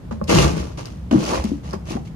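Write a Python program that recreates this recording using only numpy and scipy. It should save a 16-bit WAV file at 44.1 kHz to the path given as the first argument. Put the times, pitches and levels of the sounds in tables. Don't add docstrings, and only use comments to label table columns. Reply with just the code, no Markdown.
import sys
import numpy as np
from scipy import signal
from scipy.fft import rfft, irfft
from scipy.io import wavfile
from scipy.ndimage import uniform_filter1d

SR = 44100
rng = np.random.default_rng(int(sys.argv[2]) if len(sys.argv) > 2 else 0)


def master(y):
    cut = np.clip(np.atleast_2d(y).T, -1, 1)
    pcm = np.round(cut * 32767)
    wavfile.write(sys.argv[1], SR, pcm.astype(np.int16))


N = 94815
T = np.arange(N) / SR
SHORT = np.arange(SR // 2) / SR

# (frequency [Hz], relative level [dB])
RUMBLE_SPECTRUM = [(27, -5.5), (40, -16), (60, 3.5), (100, -6), (170, -3), (280, -18.5), (2000, -41),
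                   (14000, -58.5)]
# (frequency [Hz], t60 [s])
ECHO_DECAY = [(200, 0.452), (2500, 0.265), (14000, 0.475)]
# (time [s], rise [s], hold [s], 20 dB fade [s],
# flute crackle [dB], fold crunch [dB], panel flexing [dB])
SHOE_PRESSES = [(0.108, .004, .015, .045, -44, -37, -33), (0.271, 0.03, 0.0998, 0.1383, -22, -26, -22.5),
                (0.291, 0.00585, 0.1503, 0.144, -30.5, -21.5, -17),
                (0.563, 0.0077, 0.0212, 0.1831, -38.5, -37, -26),
                (0.771, 0.01, 0.0155, 0.0713, -37.5, -35.5, -33),
                (0.829, 0.0368, 0.008, 0.1777, -46, -46, -37.5),
                (1.109, 0.00291, 0.0393, 0.1785, -34.5, -26.5, -20.5),
                (1.167, 0.1086, 0.0806, 0.1043, -30, -32, -28),
                (1.269, 0.0461, 0.0537, 0.0855, -40.5, -28.5, -29.5),
                (1.436, 0.0027, 0.008, 0.1388, -40, -42.5, -39.5), (1.628, .02, .075, .05, -45, -41, -42),
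                (1.726, 0.00504, 0.0166, 0.0149, -44, -32, -26.5),
                (1.848, 0.0426, 0.0274, 0.0671, -36, -37.5, -36.5),
                (1.89, 0.035, 0.044, 0.0043, -50, -36.5, -24), (2.043, .02, .012, .04, -48, -57, -46)]
# (frequency [Hz], relative level [dB])
FLUTE_SPECTRUM = [(1000, -20), (1900, -6), (2800, -0.5), (3500, -5), (4600, -4.5), (6500, -4), (7800, -14),
                  (10000, -14.5), (13500, -26.5)]
# (frequency [Hz], relative level [dB])
FOLD_SPECTRUM = [(260, -18.5), (520, 2.5), (720, -1.5), (1100, -2), (1600, -12), (2600, -24)]
# (frequency [Hz], relative level [dB])
PANEL_SPECTRUM = [(80, -22), (150, -2), (215, 0), (262, -7), (330, -0.5), (480, -9.5), (800, -26.5)]
# (time [s], level [dB], ring length [share of a free ring])
SHOE_TAPS = [(0.1117, -23, .7), (0.2148, -19, 1)]
# (pitch [Hz], relative level [dB], t60 [s])
CARD_MODES = [(564, 3, .06), (832.3, -5, .025), (1080, -1, .025)]
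# (time [s], level [dB], pitch [Hz])
AIR_THUMPS = [(0.231, -19.5, 81.6), (0.332, -11.5, 106.7), (0.376, -13.5, 67.63), (0.442, -10, 72.86),
              (0.597, -17, 69.8), (1.152, -14, 135), (1.389, -18, 68.8)]
# (time [s], ring level [dB], pitch [Hz], crack level [dB])
CREASE_SNAPS = [(0.2414, -31, 5234, -17), (0.303, -17.5, 2920, -6.5), (0.342, -21.5, 4530, -13),
                (0.3867, -4, 2797, -3), (0.4316, -19, 2715, -10.5), (0.857, -23, 4870, -11.5),
                (1.1117, -19, 2960, -9), (1.131, -13.5, 634, -7), (1.2524, -19, 4834, -13),
                (1.334, -10, 988, -6), (1.441, -26, 5500, -9.5), (1.709, -28, 5200, -22),
                (1.7329, -26, 5130, -17.5), (1.9045, -27.5, 5360, -15), (1.972, -20, 751, -21.5)]
# (time [s], level [dB], pitch [Hz], t60 [s])
PANEL_KNOCKS = [(0.1156, -21, 222.4, 0.309), (0.219, -19, 211, 0.123), (0.294, -12, 480, .06),
                (0.3167, -8, 322.7, 0.072), (0.3495, -8.5, 201.2, 0.063), (0.3716, -8.5, 370, 0.098),
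                (0.536, -15, 162, 0.155), (0.577, -21, 490, .09), (1.113, -11, 290.3, .07),
                (1.1262, -4.5, 242.3, 0.1153), (1.1435, -4, 310, 0.1583), (1.15, -9, 203.7, 0.196),
                (1.4456, -8.5, 217.8, 0.084), (1.5164, -8, 264, 0.0575), (1.5313, -17, 285.5, 0.0975),
                (1.7328, -24, 390, .12), (1.755, -24, 191.4, .12), (1.952, -19, 230.7, 0.112)]

CRACK_DECAY_S = 0.0021
RING_CYCLES = 25.8


def from_db(db):
    return 10 ** (np.asarray(db) / 20)


def at_hz(points, hz):
    freqs, values = np.transpose(points)
    return np.interp(np.log(hz + 1e-3), np.log(freqs), values)


def colour(x, spectrum):
    size = 2 ** 13
    hz = np.arange(size // 2 + 1) * SR / size
    gain = from_db(at_hz(spectrum, hz)) / np.maximum(hz / spectrum[-1][0], 1) ** 3
    cepstrum = irfft(np.log(gain))
    cepstrum[1:size // 2] *= 2
    cepstrum[size // 2 + 1:] = 0
    response = irfft(np.exp(rfft(cepstrum)))
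    return signal.fftconvolve(x, response[None] / np.linalg.norm(response), axes=1)[:, :N]


def lowpass(x, hz):
    return signal.sosfilt(signal.butter(2, min(hz, .45 * SR), fs=SR, output="sos"), x + 1e-18)


def ring(x, hz, t60):
    radius = np.exp(-np.log(1000) / (t60 * SR))
    angle = 2 * np.pi * hz / SR
    return signal.lfilter([0, np.sin(angle)], [1, -2 * radius * np.cos(angle), radius ** 2], x + 1e-18)


def click(db):
    return from_db(db) * (SHORT == 0)


def burst(decay_s):
    puff = rng.standard_normal(len(SHORT)) * np.exp(-np.minimum(SHORT / decay_s, 20))
    return puff / np.linalg.norm(puff)


def add(out, at_s, x):
    start = int(at_s * SR)
    out[start:start + len(x)] += x[:N - start]


def envelope(at_s, rise_s, hold_s, fade_s):
    age = T - at_s
    return np.clip(age / rise_s, 0, 1) * 10 ** (-np.maximum(age - rise_s - hold_s, 0) / fade_s)


def wobble(per_s):
    return np.interp(T * per_s, np.arange(N), rng.standard_normal(N))


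def diffuse(size, alike_hz):
    mid, side = rfft(rng.standard_normal((2, size)))
    hz = np.arange(len(mid)) * SR / size
    alike = 1 / (1 + (hz / alike_hz) ** 3)
    return irfft(np.sqrt((1 + alike) / 2) * mid + np.sqrt((1 - alike) / 2) * side * [[1], [-1]], size)


def outdoor_rumble(level_db=-31.5):
    return from_db(level_db) * colour(diffuse(N, alike_hz=333), RUMBLE_SPECTRUM)


def porch_echo(early_db=-8.5, early_s=0.01303, tail_db=-11.5, wall_delay_s=.003, alike_hz=304):
    size = len(SHORT)
    hz = np.arange(size // 2 + 1) * SR / size
    noise = rfft(diffuse(size, alike_hz))
    tail = 0
    for band_hz, t60 in ECHO_DECAY:
        band = at_hz([(f, f == band_hz) for f, _ in ECHO_DECAY], hz)
        tail += irfft(noise * band, size) * np.exp(-np.log(1000) * SHORT / t60)
    tail *= np.sqrt(2 * np.log(1000) / (ECHO_DECAY[1][1] * SR))
    early = diffuse(size, alike_hz) * np.exp(-SHORT / early_s) * np.sqrt(2 / (early_s * SR))
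    echo = from_db(tail_db) * tail + from_db(early_db) * early
    return np.pad(echo, ((0, 0), (int(wall_delay_s * SR), 0)))


def at_microphones(x, left_db, change_foot_s=0.9995):
    left_foot_s, right_foot_s = -.00072, .00043
    on_right_foot = (1 + np.tanh(20 * (T - change_foot_s))) / 2
    lag_s = left_foot_s + (right_foot_s - left_foot_s) * on_right_foot
    left = np.interp(np.arange(N) - np.round(lag_s * SR), np.arange(N), x[0])
    direct = np.array([left, x[1]])
    echo = signal.fftconvolve(x, porch_echo(), axes=1)[:, :N]
    return (direct + echo) * from_db([[left_db / 2], [-left_db / 2]])


def shoe_taps(sole_hz=1300):
    out = np.zeros(N)
    for at_s, db, ring_share in SHOE_TAPS:
        modes = sum(ring(click(db + mode_db), hz, t60 * ring_share) for hz, mode_db, t60 in CARD_MODES)
        add(out, at_s, modes)
    return lowpass(out, sole_hz)


def shoe_pressure():
    return sum(np.outer(from_db(press[4:]), envelope(*press[:4])) for press in SHOE_PRESSES)


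def crumple(pressure, spectrum, peak_per_s, gain_db, spread_db=3.5, scatter_s=.0002):
    fits_db = 1.94 * wobble(per_s=110)
    sizes = from_db(spread_db * np.minimum(rng.exponential(1, N), 4)) * rng.choice([-1, 1], N)
    per_s = peak_per_s * (pressure / pressure.max()) ** .4
    right = sizes * (rng.random(N) < per_s / SR)
    lags = np.round(scatter_s * SR * rng.standard_normal(N)).astype(int)
    left = np.bincount((np.arange(N) + lags) % N, right, N)
    grains = colour(np.array([left, right]), spectrum)
    running_rms = np.sqrt(uniform_filter1d(np.mean(grains ** 2, axis=0), size=1100) + 1e-6)
    return pressure * from_db(gain_db + fits_db) * grains / running_rms


def flute_pings(pressure, per_s=160, gain_db=-2.5, spread_db=3):
    pitches_hz = np.geomspace(1917, 6986, 20)
    sizes = pressure * from_db(gain_db + spread_db * np.minimum(rng.exponential(1, N), 3))
    pops = sizes * (rng.random(N) < per_s / SR)
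    pitch_index = rng.integers(0, len(pitches_hz), N)
    return sum(ring(pops * (pitch_index == k), hz, RING_CYCLES / hz) for k, hz in enumerate(pitches_hz))


def hollow_boom(at_s=.29, start_hz=280.4, end_hz=145.07, sink_s=.028, level_db=-15):
    hz = end_hz + (start_hz - end_hz) * np.exp(-np.maximum(T - at_s, 0) / sink_s)
    waver_rad = 0.592 * wobble(per_s=65)
    flutter_db = 2.5 * wobble(per_s=65)
    note = np.sin(2 * np.pi * np.cumsum(hz) / SR + waver_rad)
    swell = envelope(at_s, rise_s=0.0477, hold_s=0.1067, fade_s=0.138)
    return from_db(level_db + flutter_db) * swell * note


def air_thumps(soften_hz=251):
    out = np.zeros(N)
    for at_s, db, hz in AIR_THUMPS:
        add(out, at_s, ring(lowpass(click(db), soften_hz), hz, t60=0.277))
    return out


def crease_snaps():
    out = np.zeros(N)
    for at_s, ring_db, hz, crack_db in CREASE_SNAPS:
        crack = from_db(crack_db) * lowpass(burst(CRACK_DECAY_S), 1.76 * hz)
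        add(out, at_s, crack + ring(click(ring_db), hz, RING_CYCLES / hz))
    return out


def panel_knocks(bend_s=0.00122, contact_db=5.5):
    out = np.zeros(N)
    swell = 1 - np.exp(-SHORT / bend_s)
    for at_s, db, hz, t60 in PANEL_KNOCKS:
        contact = from_db(db + contact_db) * lowpass(burst(CRACK_DECAY_S), 2.2 * hz)
        add(out, at_s, contact + swell * ring(click(db), hz, t60))
    return out


def scene():
    on_flutes, on_folds, on_panels = shoe_pressure()
    flutes = crumple(on_flutes, FLUTE_SPECTRUM, peak_per_s=5000, gain_db=-5)
    flutes += flute_pings(on_flutes) + crease_snaps()
    folds = crumple(on_folds, FOLD_SPECTRUM, peak_per_s=1500, gain_db=-2.5) + shoe_taps()
    panels = crumple(on_panels, PANEL_SPECTRUM, peak_per_s=600, gain_db=-4.5)
    panels += panel_knocks() + hollow_boom()
    return (outdoor_rumble() + air_thumps()
            + at_microphones(flutes, left_db=1)
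            + at_microphones(folds, left_db=-2.5)
            + at_microphones(panels, left_db=4))


def record(dry, low_cut_hz=38, high_cut_hz=14000):
    thinned = signal.sosfilt(signal.butter(2, low_cut_hz, "high", fs=SR, output="sos"), dry)
    rounded = thinned / (1 + thinned ** 6) ** (1 / 6)
    return signal.sosfilt(signal.ellip(10, .2, 80, high_cut_hz, fs=SR, output="sos"), rounded)


dry = scene()
out = record(dry)
master(out)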